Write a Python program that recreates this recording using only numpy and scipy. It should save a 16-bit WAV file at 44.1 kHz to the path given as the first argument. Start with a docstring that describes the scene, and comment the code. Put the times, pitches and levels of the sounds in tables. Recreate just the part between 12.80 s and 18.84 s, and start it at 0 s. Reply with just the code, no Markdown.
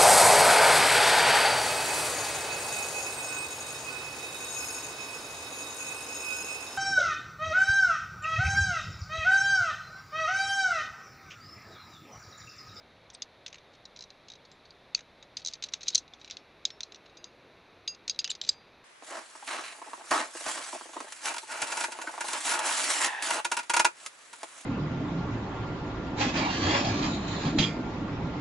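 """On an open mountainside, a climber slides two carabiners (metal clips) up a steel safety cable
and clips them past an anchor, close to a helmet camera. Held in the hand, they clack drily, squeak,
and scrape and rattle over the cable's strands. Hanging free, they knock together and ring until
the next touch stops them. Under it lie a faint steady hiss, one distant rush of air
and the thin whine of the camera's electronics."""
import sys
import numpy as np
from scipy import signal
from scipy.fft import rfft, irfft, next_fast_len
from scipy.io import wavfile
from scipy.ndimage import uniform_filter1d

SR = 44100
rng = np.random.default_rng(int(sys.argv[2]) if len(sys.argv) > 2 else 0)


def int16_out(signal):
    """Quantize to a 16-bit WAV file."""
    q = np.round(np.clip(np.atleast_2d(signal).T, -1, 1) * 32767)
    wavfile.write(sys.argv[1], SR, q.astype(np.int16))


N = 266364

# tone colour of metal held in the hand: pitch_hz, level_db
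HELD_METAL_COLOUR = [(500, -64), (1200, -19), (1900, -13), (2550, -7), (3050, -6.5), (3850, 2.5),
                     (4700, -1.5), (5400, -4), (6300, -5), (7000, -9.5), (8000, -21), (10000, -34),
                     (12400, -44.5)]


def amp(db):
    """Turn decibels into a gain. Every fade_s below is the time to fade by 60 dB."""
    return 10 ** (np.asarray(db) / 20)


def unit(x):
    """Scale a signal so that its average (rms) level is 1."""
    return x / np.sqrt(np.mean(x ** 2) + 1e-20)


def along(points, hz):
    """Read a curve of (pitch_hz, level_db) points at hz, with octaves evenly spaced."""
    pitches, levels = np.transpose(points)
    return np.interp(np.log(hz + 1), np.log(pitches), levels)


def seconds(length_s):
    """The time of each sample in a stretch of sound."""
    return np.arange(int(length_s * SR)) / SR


def add(track, start_s, sound):
    """Mix a sound into the track at start_s."""
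    part = track[int(start_s * SR):][:len(sound)]
    part += sound[:len(part)]


def coloured(x, *curves):
    """Filter x by the sum of some (pitch_hz, level_db) curves."""
    size = 2 * next_fast_len(len(x) // 2 + 512)
    hz = np.fft.rfftfreq(size, 1 / SR)
    gain_db = sum(along(curve, hz) for curve in curves)
    # folding the cepstrum makes the filter ring only after a hit, never before it
    cepstrum = irfft(np.log(amp(gain_db)))
    cepstrum[1:size // 2] *= 2
    cepstrum[size // 2 + 1:] = 0
    return irfft(rfft(x, size) * np.exp(rfft(cepstrum)))[:len(x)]


def wobble(count, smooth_samples):
    """A random wavering: smoothed noise at level 1."""
    return unit(uniform_filter1d(rng.standard_normal(count), size=smooth_samples))


def mountain_hiss(below_db=-58.3, above_db=-58, move_s=2.98, blend_s=0.44):
    """The mountainside hisses steadily; its colour shifts as the head moves along the rock."""
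    # the hiss below the anchor: pitch_hz, level_db
    below_colour = [(22, -9.5), (50, -3), (130, -1), (300, -4.5), (580, 0), (900, -5), (1600, -8.5),
                    (2350, -7.5), (3000, -15), (3800, -7.5), (5100, -22), (6250, -25.5), (7600, -38),
                    (12400, -40)]
    # the hiss above the anchor: pitch_hz, level_db
    above_colour = [(22, -14.5), (50, -2.5), (200, -3.5), (350, 0), (560, -1.5), (1000, -5), (1800, -8),
                    (2600, -7), (3050, -15.5), (3850, -8), (5100, -22.5), (6250, -24.5), (7600, -39.5),
                    (12400, -39.5)]
    below = amp(below_db) * unit(coloured(rng.standard_normal(N), below_colour))
    above = amp(above_db) * unit(coloured(rng.standard_normal(N), above_colour))
    above_share = (1 + np.tanh((np.arange(N) / SR - move_s) / blend_s)) / 2
    return np.sqrt(1 - above_share) * below + np.sqrt(above_share) * above


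def distant_rush(peak_s=4.42, width_s=0.45, peak_db=-67):
    """A soft, low rush of air rises once and falls away."""
    # tone colour of the rushing air: pitch_hz, level_db
    rush_colour = [(150, -29), (320, -3.5), (460, -3), (650, -2), (1500, -43.5)]
    swell = np.exp(-((np.arange(N) / SR - peak_s) / width_s) ** 2 / 2)
    return amp(peak_db) * swell * unit(coloured(rng.standard_normal(N), rush_colour))


def cable_scrapes(ticks_per_s=700, fade_s=0.027):
    """Sliding over the twisted wires makes a dense run of tiny ticks."""
    # slides along the cable: start_s, length_s, level_db
    slides = [(0.915, 0.047, -63.5), (1.158, .11, -74), (2.576, 0.054, -55), (2.641, 0.085, -53),
              (2.845, 0.031, -54), (2.919, 0.037, -50), (3.014, 0.13, -52), (3.384, 0.11, -63.5),
              (5.621, 0.12, -50.5)]
    out = np.zeros(N)
    for start_s, length_s, level_db in slides:
        progress = seconds(length_s) / length_s
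        count = len(progress)
        ticks = (rng.random(count) < ticks_per_s / SR) * rng.exponential(size=count)
        fading_ticks = signal.lfilter([1], [1, -amp(-60 / (fade_s * SR))], ticks)
        scrape = coloured((fading_ticks + 0.1) * rng.standard_normal(count), HELD_METAL_COLOUR)
        swell = np.sqrt(np.abs(np.sin(np.pi * progress)))
        add(out, start_s, amp(level_db) * unit(scrape) * swell)
    return out


def squeaks(sag=0.0194, roughness=0.032):
    """Metal sticks and slips on metal in tiny chirps whose pitch sags as the slip slows."""
    # squeaky slips: start_s, length_s, pitch_hz, level_db
    slips = [(0.338, 0.016, 8210, -50), (5.444, 0.033, 2950, -45), (5.493, 0.014, 2904, -33),
             (5.495, 0.03, 8300, -48.5), (5.499, 0.014, 7320, -30), (5.689, 0.0083, 7620, -26)]
    out = np.zeros(N)
    for start_s, length_s, pitch_hz, level_db in slips:
        progress = seconds(length_s) / length_s
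        bend = 1 + sag * (0.5 - progress) + roughness * wobble(len(progress), 30)
        chirp = np.sin(2 * np.pi * np.cumsum(pitch_hz * bend) / SR)
        add(out, start_s, amp(level_db) * np.sin(np.pi * progress) * chirp)
    return out


def ringing_parts(attack_s=0.00022, stop_fade_s=0.0218, tilt_centre_hz=4850):
    """A struck part rings with its own set of tones until the next touch chokes it."""
    # by its neighbour, the hand or the cable; for each part: pitch_hz, level_db, fade_s
    part_tones = { "first": [(2729, -17, .33), (3940, -25, .07), (4850, 0, .16), (6460, -3, .125),
                  (9555, -35, .088), (10410, -41, .09)], "wedged": [(3940, -0.5, 0.025), (4860, 1, 0.04),
                  (9980, -26, .025)], "second": [(4766, -5, 0.45), (6250, -15, .25), (7400, -4.5, 0.11),
                  (9900, -31.5, .1)], "gate": [(5390, 1.5, 0.18), (7400, -24, 0.22)],
                  "gripped": [(2560, -14, 0.022), (4380, -3.5, 0.024), (4550, -0.5, 0.016),
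                  (6450, -7, 0.017)], "on cable": [(3525, 8.5, 0.019), (4050, -23, 0.042),
                  (5050, 2.5, 0.02), (5980, -7.5, 0.02), (6550, -4, 0.024)], }
    # blows that leave a part ringing: start_s, part, level_db, tilt_db_per_octave, free_s
    blows = [(0.4215, "on cable", -31.5, 13.5, .03), (1.715, "second", -69, 15.5, .1),
             (2.149, "gripped", -15, -3.5, 0.054), (3.336, "on cable", -54.5, -30.5, 0.033),
             (3.853, "on cable", -25, 7.5, .03), (3.51, "gate", -64, -2, .06), (3.571, "gate", -67, 12, .1),
             (3.9045, "gate", -48, -16, .09), (4.032, "second", -69, -5, .09),
             (4.122, "gate", -68, 24, 0.068), (4.376, "first", -54, -9, 0.069),
             (4.443, "first", -50.5, -1, .09), (5.077, "first", -30, 1, 0.076),
             (5.279, "first", -36, -13, 0.0033), (5.2975, "first", -29.5, 2.5, 0.015),
             (5.391, "first", -27.5, -2, 0.015), (5.4445, "first", -36, -13, 0.022),
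             (5.504, "first", -46, 21, 0.037), (5.615, "second", -53, 17, 0.06),
             (5.6915, "wedged", -14.5, -3.5, .008), (5.6915, "second", -44, 5, .4)]
    out, t = np.zeros(N), seconds(0.5)
    for start_s, part, level_db, tilt, free_s in blows:
        onset = 1 - np.exp(-t / attack_s)
        choke = amp(-60 * np.maximum(t - free_s, 0) / stop_fade_s)
        for pitch_hz, tone_db, fade_s in part_tones[part]:
            tilt_db = tilt * np.log2(pitch_hz / tilt_centre_hz)
            start_db = level_db + tone_db + tilt_db + rng.standard_normal()
            tone = np.sin(2 * np.pi * (pitch_hz * t + rng.random()))
            add(out, start_s, onset * choke * amp(start_db - 60 * t / fade_s) * tone)
    return out


def clack(level_db, body_db, bright_db, fade_s, pitch_hz):
    """One contact cracks, chatters briefly with two tones set by the grip, and leaves a shiver."""
    # tone colour of the gear's shiver after the blow: pitch_hz, level_db
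    shiver_colour = [(2000, -1.5), (4000, 1.5), (6500, 1), (7500, -2), (9000, -11)]
    attack_s, crack_fade_s = 0.00062, 0.0027
    shiver_db, shiver_fade_s = -23, 0.11
    hard_blow_db = -17.5
    t = seconds(0.12)
    upper_hz = 6224 * (1 + 0.037 * rng.standard_normal())  # the grip shifts the upper tone
    main_tone = np.sin(2 * np.pi * (pitch_hz * t + rng.random()))
    upper_tone = np.sin(2 * np.pi * (upper_hz * t + rng.random()))
    tones = 0.36 * main_tone + 0.33 * upper_tone
    crack = rng.standard_normal(len(t)) * (1 + 0.54 * amp(-60 * t / crack_fade_s))
    chatter = np.exp(0.28 * wobble(len(t), 20))
    envelope = amp(-60 * t / max(fade_s, 0.004)) * (1 - np.exp(-t / attack_s))
    blow = (tones + crack) * chatter * envelope
    shiver_noise = coloured(rng.standard_normal(len(t)), shiver_colour)
    shiver = amp(shiver_db - 60 * t / shiver_fade_s) * (shiver_noise + 0.22 * tones)
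    # brighter and harder blows have more of the highest treble
    edge_db = 4 + 0.6 * bright_db + 0.35 * (level_db - hard_blow_db)
    hardness = [(1200, body_db - 2.5), (2400, body_db), (4000, 0), (6300, bright_db), (8600, edge_db)]
    sound = coloured(blow + shiver, HELD_METAL_COLOUR, hardness)
    # level_db is the level the clack would have with all its energy spread over 5 ms
    return amp(level_db) * sound * np.sqrt(0.005 * SR / np.sum(sound ** 2))


def strand_rattles(fade_s=0.026, pitch_hz=3966, swell_db=4):
    """A dragged carabiner ticks from strand to strand almost evenly, with a boost at mid-stroke."""
    # drags over the strands: start_s, end_s, ticks_per_s, first_db, last_db, body_db, bright_db
    drags = [(0.679, 0.7, 55, -45, -60, 14, 12), (0.727, 0.757, 66, -45, -51, 13, 7),
             (1.161, 1.171, 90, -47.5, -48, 6, 4), (1.191, 1.238, 64, -44, -46, -5, 4),
             (1.484, 1.5536, 57, -45.5, -53, -2, -1.5), (2.176, 2.206, 66, -47.5, -50, 15.5, 6),
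             (2.649, 2.683, 94, -33.5, -32.5, -7.5, 8), (2.712, 2.752, 75, -53.5, -48, 10, 5),
             (3.008, 3.017, 110, -46.5, -47, 2, 2), (3.058, 3.069, 130, -49, -42, 6, -4),
             (3.123, 3.141, 140, -50, -46.5, -5, -4), (3.414, 3.477, 32, -48.5, -48.5, 5.5, -3),
             (4.145, 4.158, 83, -45.5, -50.5, 6, 4), (4.369, 4.373, 140, -51, -51, 0, 4),
             (5.346, 5.359, 66, -49, -50.5, 5, -3), (5.638, 5.649, 100, -42, -40.5, 6, 2)]
    stray_limits = [0.001, 1.5, 0.04]  # time_s, level_db, share of the pitch
    out = np.zeros(N)
    for start_s, end_s, ticks_per_s, first_db, last_db, body_db, bright_db in drags:
        length_s = end_s - start_s
        for progress in np.linspace(0, 1, round(length_s * ticks_per_s) + 1):
            late_s, louder_db, higher = rng.uniform(-1, 1, 3) * stray_limits
            level_db = first_db + (last_db - first_db) * progress + swell_db * np.sin(np.pi * progress)
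            tick = clack(level_db + louder_db, body_db, bright_db, fade_s, pitch_hz * (1 + higher))
            add(out, start_s + length_s * progress + late_s, tick)
    return out


def carabiner_knocks():
    """The carabiners knock against the cable, the anchor and each other."""
    # single knocks of metal on metal: start_s, level_db, body_db, bright_db, fade_s, pitch_hz
    knocks = [(0.3007, -48, 1, 8, .023, 3450), (0.333, -56, 0, 11, .05, 5280),
              (0.3483, -44, -9, -4, .027, 4660), (0.4201, -36, 0, 1, 0.05, 4760),
              (0.6625, -36, 7.5, 4, 0.028, 3540), (0.7824, -52, 11, -2, .029, 3690),
              (1.0533, -43.5, -21, -2, 0.024, 3900), (1.3035, -47, 3, -4, .023, 4050),
              (1.6507, -53.5, -13, -2, 0.032, 4400), (1.7144, -52.5, -2, -3, .042, 5080),
              (1.853, -53, -12, -7, 0.05, 4420), (1.9062, -49, -35, -14, 0.017, 4700),
              (2.1475, -29.5, 3, 7, 0.0076, 4260), (2.4257, -47, 8, 2.5, 0.046, 3830),
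              (2.5687, -30.5, -1.5, 3, 0.044, 4860), (2.618, -49, 1, -6, .045, 4320),
              (2.7353, -35, -12, 4, 0.025, 4570), (2.824, -34, 5, 5.5, 0.041, 3610),
              (2.838, -29, 1.5, 3, .03, 3980), (2.886, -44.4, 10, 4, 0.032, 3920),
              (2.9367, -26.5, 8, 5.5, 0.016, 3890), (3.031, -39, 6, 9, 0.025, 4170),
              (3.077, -40, -1, 4, 0.028, 4240), (3.0818, -21.5, -7.5, 5.5, 0.028, 3954),
              (3.088, -37.5, -3, 11, .022, 4460), (3.102, -38, 0, 6, .025, 5040),
              (3.1474, -18.5, -5.5, 15, 0.035, 4300), (3.1546, -17, -7.5, -0.5, 0.013, 4150),
              (3.178, -27, -4.5, 9.5, 0.04, 4090), (3.2785, -54, -3, -8, .018, 3960),
              (3.3356, -51, 2, 3, 0.053, 3340), (3.499, -41.5, 10, 2, 0.035, 3900),
              (3.51, -35, 0.5, -2, 0.0044, 3400), (3.5693, -38.5, 0.5, -3, 0.013, 3480),
              (3.852, -24, -2, 1.5, 0.014, 3830), (3.9037, -41, 4, -4, 0.015, 3520),
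              (4.0061, -33.5, 1, 2, 0.017, 3580), (4.032, -33, -10, 1, 0.018, 4090),
              (4.1213, -45, 6, 3, .018, 4000), (4.2585, -51.5, 15, -3, .042, 3980),
              (4.2962, -56.5, -3, -3, 0.032, 3830), (4.442, -39.5, -4, 4, .012, 3860),
              (5.0763, -29, -1.5, -9, 0.024, 5270), (5.1473, -48.5, -8, 1, .026, 4930),
              (5.2785, -30.5, 3, 4, .028, 4820), (5.2964, -24, -7, 0, 0.0115, 4760),
              (5.3901, -23, -10, -6, 0.016, 4830), (5.414, -48.5, 17, 5, .027, 4900),
              (5.4434, -27.5, 3, -1, 0.028, 4960), (5.476, -38, 11, 4, .015, 3220),
              (5.5027, -29, -1, -4, 0.026, 3880), (5.5137, -30.5, 1, -8, 0.012, 3620),
              (5.551, -41, -1, 1, 0.031, 5020), (5.614, -29, -4, -7.5, 0.014, 3760),
              (5.675, -42.5, 8, 8, 0.12, 4630), (5.6897, -23.5, -6.5, 2, 0.018, 4550)]
    out = np.zeros(N)
    for start_s, *blow in knocks:
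        add(out, start_s, clack(*blow))
    return out


def scene():
    """The gear is straight ahead, so left and right are almost the same except in the treble."""
    # faint left-right treble fizz on the clacks: pitch_hz, level_db
    clack_fizz = [(1500, -47), (3000, -43.5), (4500, -43.5), (6000, -30.5), (10000, -23.5)]
    # faint left-right treble fizz on the hiss: pitch_hz, level_db
    hiss_fizz = [(600, -48), (2600, -46.5), (4200, -39.5), (5200, -19), (7600, -6.5), (12100, -1)]
    centre = carabiner_knocks() + ringing_parts() + squeaks() + cable_scrapes()
    centre += mountain_hiss() + strand_rattles() + distant_rush()
    fizz = coloured(carabiner_knocks() + strand_rattles(), clack_fizz)
    fizz += coloured(mountain_hiss(), hiss_fizz)
    return np.array([centre + fizz, centre - fizz])


def record(dry, top_hz=12650):
    """The camera adds a thin whine and keeps nothing above top_hz."""
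    # steady tones of the camera's electronics: pitch_hz, level_db
    whine_tones = [(8269, -102), (11025, -88.5)]
    whine = sum(amp(db) * np.sin(2 * np.pi * hz * np.arange(N) / SR) for hz, db in whine_tones)
    size = next_fast_len(N + 8192)
    kept_band = np.fft.rfftfreq(size, 1 / SR) < top_hz
    return irfft(rfft(dry + whine, size) * kept_band, size)[:, :N]


dry = scene()
out = record(dry)
int16_out(out)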